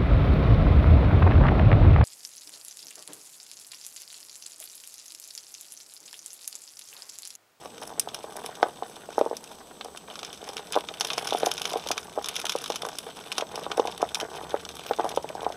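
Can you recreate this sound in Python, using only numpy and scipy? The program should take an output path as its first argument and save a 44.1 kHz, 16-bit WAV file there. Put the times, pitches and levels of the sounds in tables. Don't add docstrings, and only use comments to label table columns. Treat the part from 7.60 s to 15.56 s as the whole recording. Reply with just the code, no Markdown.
import sys
import numpy as np
from scipy import signal
from scipy.fft import rfft, irfft
from scipy.io import wavfile
from scipy.ndimage import uniform_filter1d

SR = 44100
rng = np.random.default_rng(int(sys.argv[2]) if len(sys.argv) > 2 else 0)


def file_out(sig):
    cols = np.atleast_2d(sig).T
    lim = np.clip(cols, -1, 1)
    pcm = np.round(lim * 32767).astype(np.int16)
    wavfile.write(sys.argv[1], SR, pcm)


N = 351036

# pitch in Hz, strength in dB against the other rows,
# time in seconds to fade by 60 dB (knocks fade a little faster, the rumble uses it to set its widths).
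WHEEL_MODES = [(274, -29, 0.037), (410, -53, 0.0088), (468, 4, 0.031), (524, 0.5, 0.021),
               (678.3, 8.5, 0.035), (790, 2.5, 0.047), (914, 10.5, 0.01), (1152, 4.5, 0.036),
               (1502, 6, 0.02), (1800, 7.5, 0.005), (2200, -18, 0.017)]
# start in seconds, peak in dB before the bass is cut, pitch heard in Hz.
LARGE_BUMPS = [(0.057, -26, 730), (0.218, -33, 930), (0.474, -20.5, 760), (0.642, -22, 600),
               (0.892, -25.5, 630), (1.029, -4, 645), (1.0295, -10, 1930), (1.038, -18.5, 890),
               (1.065, -23, 700), (1.086, -27, 724), (1.224, -15.5, 680), (1.489, -24, 545),
               (1.581, -6, 650), (1.598, -24, 646), (1.612, -4.5, 566), (1.636, -35, 520),
               (1.662, -13.5, 540), (1.712, -14.5, 525), (1.729, -19, 540), (1.916, -33, 1040),
               (2.013, -36, 1130), (2.112, -33, 1120), (2.21, -27, 1130), (2.248, -27.5, 625),
               (2.259, -27, 680), (2.349, -30.5, 1150), (2.484, -31, 910), (2.631, -29.5, 730),
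               (2.828, -27.5, 560), (2.892, -28, 560), (3.154, -17.5, 746), (3.163, -7, 643),
               (3.173, -7.5, 666), (3.409, -19, 990), (3.447, -22, 756), (3.58, -16.5, 750),
               (3.628, -25, 695), (3.724, -11, 635), (3.748, -10, 640), (3.832, -8.5, 600),
               (3.848, -30, 652), (3.869, -8.5, 590), (4.121, -22.5, 620), (4.139, -16.5, 670),
               (4.147, -29, 740), (4.158, -13, 565), (4.167, -20, 704), (4.264, -21.5, 720),
               (4.306, -13, 620), (4.316, -25, 720), (4.576, -12.5, 540), (4.586, -16, 670),
               (4.953, -13.5, 636), (5.101, -13, 564), (5.113, -29, 716), (5.233, -21, 640),
               (5.251, -18.5, 850), (5.27, -24, 710), (5.783, -20, 580), (5.799, -20.5, 680),
               (5.823, -15, 645), (6.065, -16.5, 716), (6.117, -22, 790), (6.179, -13, 640),
               (6.196, -5.5, 580), (6.252, -14.5, 600), (6.281, -20, 580), (6.409, -23.5, 700),
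               (6.428, -5.5, 664), (6.438, -21, 670), (6.63, -18, 470), (6.942, -9.5, 600), (7.31, -9, 640),
               (7.387, -16.5, 596), (7.396, -8.5, 634), (7.444, -13.5, 595), (7.453, -14.5, 656),
               (7.462, -16.5, 600), (7.574, -8, 660), (7.644, -18, 530), (7.702, -20.5, 536),
               (7.752, -20.5, 560), (7.818, -23.5, 660), (7.831, -20, 716), (7.865, -9.5, 640),
               (7.902, -21, 660)]
PUSH_MS, PUSH_AT_HZ = 0.22, 655


def knocks(rumble_db):
    bumps = LARGE_BUMPS + small_bumps(rumble_db)
    out, shudder = np.zeros(N), np.zeros(N)
    t = np.arange(int(.1 * SR)) / SR
    hz, mode_db, t60 = np.transpose(WHEEL_MODES)[:, :, None]
    chance = rng.standard_normal((len(bumps), 2, len(WHEEL_MODES), 1))
    for (s, db, pitch_hz), (detune, uneven) in zip(bumps, chance):
        octaves_away = np.log2(hz / pitch_hz)
        near_db = -9.5 * np.minimum(octaves_away ** 2, 1.5) + 3 * uneven
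        tones = np.sin(2 * np.pi * hz * (1 + 0.082 * detune) * t)
        ring = np.sum(undb(mode_db + near_db) * tones * fade(t, t60), axis=0)
        ring *= .4 + fade(t, .05)
        width_s = max(PUSH_MS * PUSH_AT_HZ / pitch_hz, .03) / 1000
        push = np.exp(-.5 * (t[:int(5 * width_s * SR)] / width_s - 2.5) ** 2)
        pushed = np.convolve(ring, push)
        knock = np.diff(pushed, prepend=0)
        add(out, s - .0002, undb(db) * knock / np.abs(knock).max())
        add(shudder, s, undb(db - 28) * (1 - np.exp(-t / .004)) * fade(t, .08))
    return out, shudder


SMALL_BUMPS = 40
SMALL_BUMP_DB, SMALL_BUMP_HZ = 14.5, 650


def small_bumps(rumble_db):
    s, db = scatter(rumble_db, count=SMALL_BUMPS)
    size, pitch = rng.standard_normal((SMALL_BUMPS, 2)).T
    return list(zip(s, db + SMALL_BUMP_DB + 1.4 * size, SMALL_BUMP_HZ * np.exp(.15 * pitch)))


def rumble(gain):
    push = signal.windows.gaussian(128, 0.00016 * SR)
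    road = grains(per_s=200, spread_db=2.2) + .25 * rng.standard_normal(N)
    taps = np.convolve(road, push)[:N]
    ring = np.zeros(N)
    for hz, db, t60 in WHEEL_MODES:
        wander_db = 1.18 * walk(30)
        ring += undb(db + wander_db) * steep_band(taps, hz, 6.3 / t60)
    return level(ring, 0) * gain


THRUM_HZ, THRUM_WIDTH_HZ, THRUM_DB = 157.5, 150, -13.5


def thrum(rumble_db):
    return undb(rumble_db + THRUM_DB) * narrow(THRUM_HZ, THRUM_WIDTH_HZ)


# pitch in Hz, width in Hz, strength in dB against the other rows of its group.
GRIT_GROUPS = [
    [(1292, 840, 3), (2530, 1050, 2.5), (3093, 1090, 6), (3480, 346, 2.5)],
    [(5427, 1030, 4.5), (5970, 1120, 1)],
    [(8330, 1200, -16.5), (9790, 2300, -2), (11300, 840, -10.5), (14000, 1400, -13.5)],
]
# start in seconds,
# level in dB of the loudest group (its peak is 3 dB higher),
# brightness in dB (the high group gains it, the low group loses it).
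LARGE_STONES = [(0.058, -38, -4.5), (0.18, -37.5, -5), (0.2151, -39.5, 2), (0.2255, -34.5, -15),
                (0.2754, -35, 8), (0.3962, -8, 9), (0.4875, -29.5, -9), (0.5452, -24.5, -1),
                (0.7666, -30.5, 4.5), (0.8613, -27.5, 3), (0.953, -36, -3), (1.0285, -22, -8.5),
                (1.2334, -35, -26), (1.5904, -32, -0.5), (1.6118, -32, -8), (1.7682, -27.5, -0.5),
                (1.8405, -37, -0.5), (2.2107, -26.5, -21), (2.2463, -36, 0), (2.361, -40, -5),
                (2.373, -32, -1), (2.5556, -31, -7.5), (2.591, -30.5, -5), (2.6307, -26.5, -8),
                (2.6482, -29, -3.5), (2.7292, -31.5, -3.5), (2.8894, -28, -2.5), (2.9681, -25.5, -5),
                (2.9787, -29.5, -11), (3.1231, -25.5, 1.5), (3.1318, -24.5, -8), (3.142, -22, -17),
                (3.1557, -27.5, -3.5), (3.2077, -30.5, -5.5), (3.2865, -25, -12), (3.3393, -29, -8),
                (3.399, -29, 3), (3.4089, -16.5, -3.5), (3.4482, -20.5, -4.5), (3.4708, -32, -1),
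                (3.486, -31, -15), (3.5024, -19, -12), (3.5327, -24.5, -3), (3.5801, -20, -3),
                (3.651, -32.5, 15), (3.672, -24.5, -2), (3.7074, -19.5, -9.5), (3.7297, -20, -12),
                (3.7845, -31, 6), (3.832, -25, -17), (3.8608, -18, -1.5), (3.8754, -31, 11),
                (3.9149, -15.5, -6.5), (3.9696, -33, -5), (3.9787, -25, -6), (4.0174, -20.5, -2.5),
                (4.0539, -18.5, -6), (4.0893, -40, 11), (4.0989, -31, -1), (4.106, -25, -14),
                (4.125, -35, -16), (4.1327, -27.5, -2.5), (4.2721, -24.5, -4.5), (4.2875, -25, -3),
                (4.3146, -17.5, -3.5), (4.3788, -19.5, -7), (4.3855, -30, -11), (4.6432, -26, -6),
                (4.6588, -26, -3.5), (4.6863, -22, 0), (4.7567, -24.5, -3), (4.764, -21.5, -3.5),
                (4.799, -25.5, -3), (4.8152, -30, -4), (4.8537, -20, -5), (4.8669, -21.5, -5),
                (4.8949, -17.5, -5.5), (4.9207, -25, -3), (5.017, -34, 3), (5.0409, -25.5, -6),
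                (5.06, -25.5, -6), (5.078, -34, -1), (5.102, -23, -5.5), (5.121, -24.5, -6.5),
                (5.158, -23.5, -4), (5.2206, -23.5, -4.5), (5.2512, -31, -2), (5.2877, -29.5, -2.5),
                (5.3854, -25.5, 0), (5.718, -20, -7.5), (5.7236, -22, -4.5), (5.7812, -15, -5),
                (5.8085, -23.5, -8), (5.9565, -25, -2.5), (6.116, -21, -9), (6.173, -31.5, 0),
                (6.197, -26, -10), (6.2728, -26, -5), (6.378, -29.5, -2.5), (6.4177, -27, -6),
                (6.5461, -18, -3), (6.554, -21.5, -4), (6.6005, -22.5, -5), (6.6106, -24, -6),
                (6.759, -40, 3), (6.894, -37.5, -3), (6.9066, -31.5, -10), (7.051, -28, -6),
                (7.09, -28, -5.5), (7.168, -32.5, -4), (7.1936, -31, -6.5), (7.2644, -28.5, -5.5),
                (7.3339, -26.5, -14), (7.4914, -28, -3.5), (7.5172, -31, -19), (7.5612, -31, 2),
                (7.5735, -30, -18), (7.69, -29, -12), (7.806, -33, -12), (7.8457, -30, -13),
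                (7.9228, -32, -7)]
MIDDLE_DB, COLOUR_SPREAD_DB = 1.5, 2.5
CRUMBLE_T60_S, CRUMBLE_SPREAD = .027, .2


def stones(sand_db):
    cracks = LARGE_STONES + small_stones(sand_db)
    t = np.arange(int(.045 * SR)) / SR
    out = np.zeros(N)
    chance = rng.standard_normal((len(cracks), len(GRIT_GROUPS) + 1, len(t)))
    kinds = rng.standard_normal((len(cracks), 2))
    for (s, loudest_db, bright_db), (lumps, *noises), (length, colour) in zip(cracks, chance, kinds):
        group_db = np.array([-bright_db, MIDDLE_DB + COLOUR_SPREAD_DB * colour, bright_db])
        group_db += loudest_db - group_db.max()
        t60 = CRUMBLE_T60_S * np.exp(CRUMBLE_SPREAD * length)
        lumpy = undb(12 * uniform_filter1d(lumps, size=30))
        crumbling = .3 * fade(t, max(t60, .003)) * lumpy
        snap = fade(t, .003)
        shape = (1 - np.exp(-t / .0003)) * (snap + crumbling)
        for group, db, noise in zip(GRIT_GROUPS, group_db, noises):
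            ring = ring_grit(noise * shape, group)
            add(out, s - .0002, undb(db) * np.sqrt(2) * ring / np.abs(ring).max())
    return out


SMALL_STONES = 130
SMALL_STONE_DB, SMALL_STONE_BRIGHT_DB = 9.5, -5


def small_stones(sand_db):
    s, db = scatter(sand_db, count=SMALL_STONES)
    size, colour = rng.standard_normal((SMALL_STONES, 2)).T
    return list(zip(s, db + SMALL_STONE_DB + 0.83 * size, SMALL_STONE_BRIGHT_DB + 4 * colour))


def ring_grit(x, group):
    return sum(undb(db) * steep_band(x, hz, width_hz) for hz, width_hz, db in group)


SAND_GROUP_DB = [-2, -6, -7]
SAND_DULLS_DB_PER_S = 0.5


def sand(sand_db):
    out = np.zeros(N)
    shared = sand_puffs(0)
    for step, (db, group) in enumerate(zip(SAND_GROUP_DB, GRIT_GROUPS)):
        dull_db = -SAND_DULLS_DB_PER_S * step * np.arange(N) / SR
        puffs = shared + sand_puffs(-3.0) + .25
        crackle = level(ring_grit(puffs * rng.standard_normal(N), group), db)
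        out += crackle * undb(sand_db + dull_db + 1.3 * walk(25))
    return out


def sand_puffs(db):
    t = np.arange(int(.02 * SR)) / SR
    crumble = (1 - np.exp(-t / 0.00075)) * fade(t, .013)
    return level(signal.fftconvolve(np.abs(grains(per_s=160, spread_db=1.5)), crumble)[:N], db)


# pitch in Hz, peak level in dB, time in seconds to fade by 60 dB.
PING_MODES = [(11600, -53, .3), (13200, -72, 0.61), (14285, -51, .3), (15000, -57, .3)]
PING_S = 7.264


def ping():
    out, t = np.zeros(N), np.arange(SR // 2) / SR
    ring = sum(undb(db) * np.sin(2 * np.pi * hz * t) * fade(t, t60) for hz, db, t60 in PING_MODES)
    add(out, PING_S, ring)
    return out


# frequency in Hz, strength per Hz in dB against the other rows.
LOT_COLOUR = [(20, -12.5), (50, -8.5), (100, -12.5), (200, 3), (450, 2), (1000, -3), (1400, -11),
              (2000, -19.5), (3500, -11.5), (7000, -20.5), (12000, -20.5), (15500, -27)]
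LOT_DB = -51


def lot_hum():
    hz, db = np.transpose(LOT_COLOUR)
    f = np.maximum(np.fft.rfftfreq(N, 1 / SR), 1)
    colour = undb(np.interp(np.log(f), np.log(hz), db))
    air = irfft(rfft(rng.standard_normal(N)) * colour, N)
    return level(air, LOT_DB) * undb(0.13 * walk(3.47))


# pitch in Hz, width in Hz.
WHINE_BANDS = [(8333, 8), (7870, 350), (8350, 250), (6100, 350)]
WHINE_BAND_DB = [-72.5, -65.5, -67.5, -66]
# pitch in Hz, rms level in dB.
WHINE_SINES = [(7838, -70), (7897, -69), (8361.5, -65)]


def whine():
    t = np.arange(N) / SR
    bands = sum(undb(db) * narrow(hz, width_hz) for (hz, width_hz), db in zip(WHINE_BANDS, WHINE_BAND_DB))
    tones = sum(undb(db) * np.sqrt(2) * np.sin(2 * np.pi * hz * t) for hz, db in WHINE_SINES)
    return bands + tones


# time in seconds, level in dB.
DRONE_LEVEL = [(0, -76), (2, -68.5), (3.3, -70), (4.5, -62), (5.499, -74), (6.3, -64), (7.3, -61.5),
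               (7.96, -57)]


def drone():
    gain = undb(np.interp(np.arange(N) / SR, *np.transpose(DRONE_LEVEL)))
    return gain * narrow(hz=73, width_hz=14)


def undb(db):
    return 10 ** (np.asarray(db) / 20)


def level(x, db):
    return x * undb(db) / np.sqrt(np.mean(x ** 2))


def band(x, hz, width_hz):
    return signal.lfilter(*signal.iirpeak(hz, hz / width_hz, fs=SR), x)


def steep_band(x, hz, width_hz):
    return band(band(x, hz, width_hz), hz, width_hz)


def narrow(hz, width_hz):
    return level(steep_band(rng.standard_normal(N), hz, width_hz), 0)


def add(track, s, sound):
    i = int(s * SR)
    track[i:i + len(sound)] += sound[:N - i]


def fade(t, t60):
    return np.exp(-np.log(1000) * t / t60)


def walk(rate):
    k = int(SR / rate)
    steps = np.repeat(rng.standard_normal(N // k + 1), k)
    return 2.4 * uniform_filter1d(uniform_filter1d(steps, k), k)[:N]


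def grains(per_s, spread_db):
    hit = rng.random(N) < per_s / SR
    size = rng.exponential(size=N)
    sign = rng.standard_normal(N)
    return level(hit * sign * undb(spread_db * np.minimum(size, 3.0)), 0)


def scatter(db, count):
    share = np.cumsum(undb(db))
    i = np.searchsorted(share, (np.arange(count) + rng.random(count)) / count * share[-1])
    i = np.minimum(i, N - 1)
    return i / SR, db[i]


def with_echo(dry_trike):
    t = np.arange(int(.2 * SR)) / SR
    echo = rng.standard_normal(len(t)) * fade(t, .12) * (1 - np.exp(-t / .003))
    echo = signal.lfilter([1], [1, -.6], echo)
    echo /= np.sqrt(np.sum(echo ** 2))
    return dry_trike + undb(-18.0) * signal.fftconvolve(dry_trike, echo)[:N]


# time in seconds, wheel rumble in dB before the bass is cut,
# sand crackle in dB.
ROLLING = [(0.0, -48, -57), (0.53, -45.5, -52), (1.66, -50.5, -55), (2.04, -57, -59.5), (2.84, -49, -48.5),
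           (3.26, -46, -52), (3.64, -42, -42), (3.97, -42, -41.5), (4.57, -46.5, -51), (4.94, -46.5, -42),
           (5.12, -43.5, -45.5), (5.45, -48, -52), (5.76, -48, -49.5), (5.99, -40, -49), (7.0, -44, -51),
           (7.34, -43, -46), (7.54, -42, -49), (7.96, -44, -53)]


def scene():
    s, *columns = np.transpose(ROLLING)
    rumble_db, sand_db = (np.interp(np.arange(N) / SR, s, column) for column in columns)
    patchy_db = 1.4 * walk(25)
    knock, shudder = knocks(rumble_db)
    wheels = knock + rumble(undb(rumble_db + patchy_db) + shudder)
    wheels = signal.sosfilt(signal.butter(4, 290., "high", fs=SR, output="sos"), wheels)
    trike = wheels + thrum(rumble_db) + stones(sand_db) + sand(sand_db + patchy_db) + ping()
    return (with_echo(trike) + lot_hum() + whine() + drone())[None]


def record(dry):
    return signal.sosfilt(signal.ellip(8, .2, 70, 15450, fs=SR, output="sos"), dry)


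dry = scene()
out = record(dry)
file_out(out)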